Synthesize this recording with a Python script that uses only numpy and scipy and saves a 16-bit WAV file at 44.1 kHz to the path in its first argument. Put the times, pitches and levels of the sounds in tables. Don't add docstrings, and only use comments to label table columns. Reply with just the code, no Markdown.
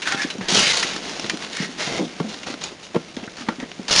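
import sys
import numpy as np
from scipy import signal
from scipy.fft import rfft, irfft, next_fast_len
from scipy.io import wavfile

SR = 44100
rng = np.random.default_rng(int(sys.argv[2]) if len(sys.argv) > 2 else 0)


def log_audio(samples):
    frames = np.atleast_2d(samples).T
    limited = np.clip(frames, -1, 1)
    pcm = np.round(limited * 32767).astype(np.int16)
    wavfile.write(sys.argv[1], SR, pcm)


N = 4 * SR

# frequency in Hz, gain in dB.
AIR_SPECTRUM = [(30, -14), (100, 0), (220, 7.5), (500, 12), (1000, 5), (3000, -9), (6500, -5.5),
                (10000, -14.5)]
RUMBLE_SPECTRUM = [(20, -9), (45, -2), (100, 0), (160, -1), (300, -20.5), (1000, -48.5)]
ECHO_SPECTRUM = [(100, -10), (800, 0.5), (2500, 3.5), (10000, 0.5)]
SHINGLE_SPECTRUM = [(30, -41), (200, -14), (450, -8.5), (1100, -0.5), (2200, 4), (4200, 3), (6500, 0),
                    (10000, -9)]
GRIT_SPECTRUM = [(30, -3), (150, -15.5), (550, -4), (900, 0), (1300, 2), (2200, 1), (4200, 4.5),
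                 (6500, -0.5), (10000, -13)]
STRUCK_DECK_SPECTRUM = [(30, -20.5), (100, -42.5), (165, 2.5), (350, -1.5), (600, -8), (900, -18),
                        (1500, -29), (5000, -44)]
SCRAPED_DECK_SPECTRUM = [(30, -27.5), (80, -5.5), (170, 7), (350, 6.5), (600, 3), (900, -5.5),
                         (1500, -37.5), (5000, -48)]
MIC_SPECTRUM = [(20, -4), (6600, 2), (7100, 1.5), (7600, -6), (8600, -4), (9800, 0.5), (11000, -27)]

# time in seconds, level in dB.
DEBRIS_LEVELS = [(0, -37.5), (.3, -35), (.37, -40.5), (.9, -34.5), (1.3, -34.5), (1.72, -36.5), (2.1, -38),
                 (2.4, -38.5), (2.7, -40), (2.78, -44), (2.9, -42), (3.05, -41), (3.32, -42.5), (3.5, -41),
                 (3.7, -42.5), (4, -37)]
# start in seconds, level in dB, mid-sag pitch in Hz,
# decay in seconds, relative rattle in dB.
DECK_THUMPS = [(.144, -13.5, 232, 0.0052, -15), (.245, -20, 288, 0.0083, -2),
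               (.349, -26.5, 273, 0.0062, 5.5), (.383, -28.5, 214, 0.029, -7),
               (.408, -27, 196, 0.0033, 11.5), (.521, -23.5, 202.4, 0.012, 3),
               (.845, -28, 260, 0.013, -0.5), (.96, -34, 230, 0.0088, 7), (1.191, -27, 242, 0.0081, -1.5),
               (1.242, -22, 224, 0.009, -2), (1.333, -18.5, 321, 0.0075, -6),
               (1.6, -16.5, 184, 0.0077, -22), (1.621, -32.5, 210, 0.018, 7), (1.688, -29, 269, 0.012, -16),
               (1.993, -25.5, 340, 0.0074, 13), (2.006, -19, 196, 0.017, -3),
               (2.022, -22.5, 256, 0.014, -1), (2.042, -35, 294, .007, 15), (2.064, -30, 248, 0.0081, -4),
               (2.2, -14.5, 300, 0.0062, 1), (2.206, -20, 189, 0.013, -6), (2.241, -26, 240, 0.035, -5),
               (2.499, -22.5, 268, 0.0061, -17), (2.538, -24, 284, 0.0059, -17),
               (2.713, -44, 290, 0.019, 12), (2.945, -13.5, 196, 0.0031, 5),
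               (2.952, -16.5, 358, 0.01, -8.5), (2.9555, -22, 482, 0.015, -3), (2.96, -14, 158, 0.0064, -3),
               (3.166, -31.5, 266, 0.019, 5.5), (3.228, -20.5, 217, 0.0052, -23),
               (3.406, -34, 263, 0.036, -9), (3.4845, -11, 242, 0.0058, -16), (3.582, -30, 264, 0.022, -6),
               (3.626, -19.5, 253, 0.0095, -15), (3.792, -21, 210, 0.0067, -8.5)]
# start in seconds, level in dB, pitch in Hz, decay in seconds.
BLADE_PINGS = [(.072, -26, 1484, 0.04), (.115, -29, 1390, .04), (.117, -29.5, 795, .06),
               (.195, -21, 1705, 0.025), (.302, -29, 3960, 0.017), (1.568, -34.5, 1820, .07)]
# frequency in Hz, relative level in dB, T60 in seconds.
SHOVEL_MODES = [(473, 2.5, 0.066), (620, -15, 0.028), (890, 3.5, 0.036), (1117, 2.5, 0.031),
                (1375, -8, 0.073), (1840, -9, 0.032), (2400, -27, .04), (3580, -26, 0.027)]
# start in seconds, level in dB, mode tilt in dB per octave.
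SHOVEL_BLOWS = [(1.995, -35, -9.5), (2.011, -36, -19), (2.024, -33.5, -15), (2.2, -30, 2), (2.948, -28, -6),
                (2.955, -26.5, -5.5), (2.963, -30, 4.5), (3.487, -24, 5)]
# start in seconds, level in dB, pitch in Hz, decay in seconds,
# crack tilt in dB per octave.
SHINGLE_CLACKS = [(.019, -25, 2600, 0.026, -2), (.0725, -17, 1510, .007, -2),
                  (.083, -19.5, 3970, 0.0029, 3), (.114, -21.5, 1550, 0.0077, -7),
                  (.121, -15.5, 1940, 0.0063, -1), (.144, -20, 3400, 0.0069, 23),
                  (.2175, -18, 5200, 0.0065, -3.5), (.232, -24, 3400, 0.011, -1.5),
                  (.3015, -23.5, 2800, 0.0099, -2), (.382, -29.5, 5700, 0.0029, -2),
                  (.409, -27, 1470, 0.00774, -8.5), (.458, -26, 4800, .002, -4),
                  (.4835, -20.5, 5340, .007, -2), (.592, -9, 5600, 0.0054, 6), (.676, -15, 2040, 0.004, 0),
                  (.770, -13, 4300, 0.0059, 4.5), (.797, -17.5, 4550, 0.0046, 4),
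                  (.827, -14, 1900, .011, -1.5), (.9625, -19.5, 1310, 0.0033, 0),
                  (1.052, -27, 2800, 0.0037, -6), (1.094, -23.5, 5300, 0.0038, 0),
                  (1.196, -17, 5500, 0.0027, -3), (1.243, -20, 3870, 0.003, -8.5),
                  (1.263, -27.5, 2750, 0.007, -1), (1.2968, -9.5, 1990, .0028, -1.5),
                  (1.302, -17, 2400, 0.0046, -5), (1.423, -23.5, 2000, 0.0044, -3),
                  (1.53, -25, 3840, 0.0042, 2), (1.568, -19.5, 1800, 0.0046, -0.5),
                  (2.199, -27, 1090, 0.0068, -7), (2.342, -25, 3580, 0.0035, -3),
                  (2.431, -29, 2780, 0.009, -4.5), (2.471, -27.5, 3300, .005, -2),
                  (2.5, -26.5, 2400, 0.0061, 11), (2.54, -22, 1500, 0.0024, -6),
                  (2.638, -19, 6880, 0.0049, -1), (2.946, -28, 900, .006, -6), (2.958, -25, 1040, .009, -9),
                  (3.166, -26.5, 3700, 0.0045, -2.5), (3.238, -29, 2800, 0.005, -11),
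                  (3.276, -23.5, 1500, 0.0051, -24), (3.368, -31, 4500, 0.0036, -2),
                  (3.486, -16, 1300, 0.0054, -8.5), (3.6005, -22, 2050, 0.0023, -6),
                  (3.7155, -23.5, 3000, 0.0027, -7.5), (3.881, -19, 4890, 0.0034, 0),
                  (3.9075, -14, 4000, .004, -31), (3.985, -8, 5500, 0.009, 37),
                  (3.9925, -9, 4300, 0.0037, -2)]
# start in seconds, length in seconds, level in dB, attack in seconds,
# level change over the stroke in dB, grit tilt in dB per octave, blade ring in Hz,
# relative ring in dB, relative deck rumble in dB.
SHOVEL_STROKES = [(.05, 0.1, -27, 0.011, -2, -1, 1670, 0, -15),
                  (.16, 0.078, -27.5, 0.018, -0.5, 4.5, 1800, 9, -26),
                  (.24, 0.1, -46, .01, 2, -1, 2700, -9, -9), (.41, 0.13, -34, .005, -6, -5, 1900, -1, -6),
                  (.4815, 0.086, -21.5, 0.005, 3, 1, 3100, -18, -8.5),
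                  (.562, 0.067, -16.5, 0.0094, -2.5, 1, 2900, -12, -8),
                  (.62, 0.099, -21, .008, 3, 1, 2250, -6, -15.5),
                  (.73, 0.087, -21.5, .005, -4.5, -0.3, 4300, -25, -16.5),
                  (.84, .14, -27.5, .005, -6, -2.2, 2330, -15, -15.5),
                  (1.0, 0.35, -33.5, 0.055, -7, -2, 2655, -27.5, -6.5),
                  (1.39, 0.068, -35.5, .04, 0, -2.5, 2700, -21, -23.5),
                  (1.5, .15, -37.5, 0.028, 9, 1, 1900, -1.5, -34.5),
                  (1.775, 0.098, -25.5, 0.027, -4.5, -0.3, 2030, -7, -7.5),
                  (1.87, .12, -30, .005, -1.5, -2, 2030, -8, -0.5),
                  (1.99, 0.067, -45, .005, 4.5, 1, 3500, -1, -23.5),
                  (2.28, .07, -37, 0.0068, -3, -0.5, 3530, -21, -4),
                  (2.46, 0.068, -33.5, 0.0079, -2.5, -2, 1210, -10, -3.5),
                  (2.608, 0.08, -33, 0.0058, -5.5, -2, 3600, -20, -6),
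                  (2.825, 0.044, -37.5, .01, -8.5, 1, 2910, -22, -8),
                  (3.165, 0.094, -42, 0.0041, -6, -6.5, 3170, -10.5, 2.5),
                  (3.36, 0.061, -40, 0.016, 3.5, -1.5, 1280, -6, -8),
                  (3.462, 0.062, -41.5, 0.0051, 1, -5.5, 1420, -2, -6),
                  (3.59, 0.044, -41.5, 0.0173, 4.5, -7, 1920, 1, -6),
                  (3.88, .022, -30, .003, 5.5, -2, 5000, -22.5, -22),
                  (3.907, 0.18, -19, .002, 5.5, -0.8, 5280, -12, -15)]


def amp(db):
    return 10 ** (np.asarray(db) / 20)


def unit(x):
    return x / np.sqrt(np.mean(x ** 2) + 1e-20)


def add(mix, start_s, sound):
    part = mix[max(round(start_s * SR), 0):][:len(sound)]
    part += sound[:len(part)]


def colour(x, spectrum, tilt_db_oct=0):
    size = next_fast_len(len(x) + 1024)
    hz = np.fft.rfftfreq(size, 1 / SR) + 1
    knot_hz, knot_db = np.transpose(spectrum)
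    gain_db = np.interp(np.log(hz), np.log(knot_hz), knot_db) + tilt_db_oct * np.log2(1 + hz / 500)
    return irfft(rfft(x, size) * amp(gain_db), size)[:len(x)]


def ring(x, hz, width_hz):
    return signal.lfilter(*signal.iirpeak(hz, hz / width_hz, SR), x)


def burst(x, envelope):
    return unit(x * envelope) * np.sqrt(np.mean(envelope ** 2))


def grains(size, per_s, spread_db):
    heights = amp(spread_db * np.minimum(rng.exponential(1, size), 4))
    return heights * rng.choice([-1, 1], size) * (rng.random(size) < per_s / SR)


def air():
    wash, rumble = rng.standard_normal((2, N))
    wash = amp(-53.5) * unit(colour(wash, AIR_SPECTRUM))
    return wash + amp(-56) * unit(colour(rumble, RUMBLE_SPECTRUM))


def echoes(x, t60_s=0.19):
    t = np.arange(0, .3, 1 / SR)
    taps = colour(grains(len(t), per_s=2000, spread_db=0), ECHO_SPECTRUM) * amp(-60 * t / t60_s)
    return amp(-16.5) * signal.fftconvolve(x, taps / np.linalg.norm(taps))[:N]


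def stick_slip(t, step_s=.004, spread_db=1.16):
    knots_s = np.arange(0, t[-1] + step_s, step_s)
    return amp(spread_db * np.interp(t, knots_s, rng.standard_normal(len(knots_s))))


def granule_snaps(size, decay_s=.0009):
    t = np.arange(0, .01, 1 / SR)
    onsets = abs(grains(size, per_s=90, spread_db=4))
    envelope = signal.fftconvolve(onsets, np.exp(-t / decay_s))[:size]
    return amp(-11.5) * unit(colour(envelope * rng.standard_normal(size), SHINGLE_SPECTRUM))


def debris():
    t = np.arange(N) / SR
    clicks = grains(N, per_s=3500, spread_db=1.5)
    scraps = unit(colour(clicks, SHINGLE_SPECTRUM, tilt_db_oct=-2.5))
    deck = unit(colour(clicks, STRUCK_DECK_SPECTRUM))
    level_db = np.interp(t, *np.transpose(DEBRIS_LEVELS))
    return amp(level_db) * unit((scraps + deck) * stick_slip(t) + granule_snaps(N))


def deck_thump(level_db, hz, decay_s, rattle_db):
    rise_s, sag_s, boom_s, low_cut_hz = .0028, .011, .03, 98
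    t = np.arange(0, .2, 1 / SR)
    rise = 1 - np.exp(-(t / rise_s) ** 2)
    pitch_hz = hz * (1 + 0.14 * (2 * np.exp(-t / sag_s) - 1))
    board = 2 * np.sin(2 * np.pi * np.cumsum(pitch_hz) / SR) * np.exp(-t / decay_s) * rise
    shake = rise * (amp(rattle_db) * np.exp(-t / decay_s) + amp(-14) * np.exp(-t / boom_s))
    deck = burst(colour(rng.standard_normal(len(t)), STRUCK_DECK_SPECTRUM), shake)
    low_cut = signal.butter(4, low_cut_hz, "high", fs=SR, output="sos")
    return amp(level_db) * signal.sosfilt(low_cut, board + deck)


def blade_ping(level_db, hz, decay_s, rise_s=.003):
    t = np.arange(0, 6 * decay_s, 1 / SR)
    envelope = (1 - np.exp(-t / rise_s)) * np.exp(-t / decay_s)
    return amp(level_db) * np.sin(2 * np.pi * hz * t) * envelope


def shovel_blow(level_db, tilt_db_oct, rise_s=.001):
    t = np.arange(0, .15, 1 / SR)
    modes = np.zeros(len(t))
    for k, (hz, mode_db, t60_s) in enumerate(SHOVEL_MODES):
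        start_db = level_db + mode_db + tilt_db_oct * np.log2(hz / SHOVEL_MODES[0][0])
        modes += (-1) ** k * amp(start_db - 60 * t / t60_s) * np.sin(2 * np.pi * hz * t)
    return modes * (1 - np.exp(-t / rise_s))


def shingle_clack(level_db, hz, decay_s, tilt_db_oct):
    rise_s, width_hz, crack_gain = .00063, 660, amp(4.5)
    t = np.arange(0, 8 * decay_s, 1 / SR)
    envelope = (1 - np.exp(-t / rise_s)) * np.exp(-t / decay_s)
    rub, fracture = rng.standard_normal((2, len(t)))
    tone = burst(ring(ring(rub, hz, width_hz), hz, width_hz), envelope)
    crack = burst(colour(fracture, SHINGLE_SPECTRUM, tilt_db_oct), envelope)
    return amp(level_db) * (tone + crack_gain * crack) / np.hypot(1, crack_gain)


def blade_resonances(x, decay_s=.0068):
    t = np.arange(0, .04, 1 / SR)
    response = rng.standard_normal(len(t)) * np.exp(-t / decay_s)
    return x + amp(-10.5) * signal.fftconvolve(x, response / np.linalg.norm(response))[:len(x)]


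def shovel_stroke(length_s, level_db, attack_s, change_db, tilt_db_oct, ring_hz, ring_db, deck_db):
    release_s = .015
    t = np.arange(0, length_s + 5 * release_s, 1 / SR)
    clicks = blade_resonances(grains(len(t), per_s=9000, spread_db=3.5))
    grit = unit(colour(clicks, GRIT_SPECTRUM, tilt_db_oct))
    steel = amp(ring_db) * unit(ring(clicks, ring_hz, width_hz=450))
    deck = amp(deck_db) * unit(colour(clicks, SCRAPED_DECK_SPECTRUM))
    push = np.minimum(t / attack_s, 1) * amp(level_db + change_db * np.minimum(t / length_s, 1))
    release = np.exp(-np.maximum(t - length_s, 0) / release_s)
    return push * release * unit(stick_slip(t)) * (unit(grit + steel) + granule_snaps(len(t)) + deck)


def scene():
    roof = debris()
    for events, source in ((SHOVEL_STROKES, shovel_stroke), (SHINGLE_CLACKS, shingle_clack),
                           (DECK_THUMPS, deck_thump), (SHOVEL_BLOWS, shovel_blow),
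                           (BLADE_PINGS, blade_ping)):
        for start_s, *settings in events:
            add(roof, start_s, source(*settings))
    return (roof + echoes(roof) + air())[None]


def record(dry):
    cutoff_hz = 10300
    low_pass = signal.firwin(401, cutoff_hz, window=("kaiser", 8), fs=SR)
    return signal.oaconvolve(colour(dry[0], MIC_SPECTRUM), low_pass, "same")[None]


dry = scene()
out = record(dry)
log_audio(out)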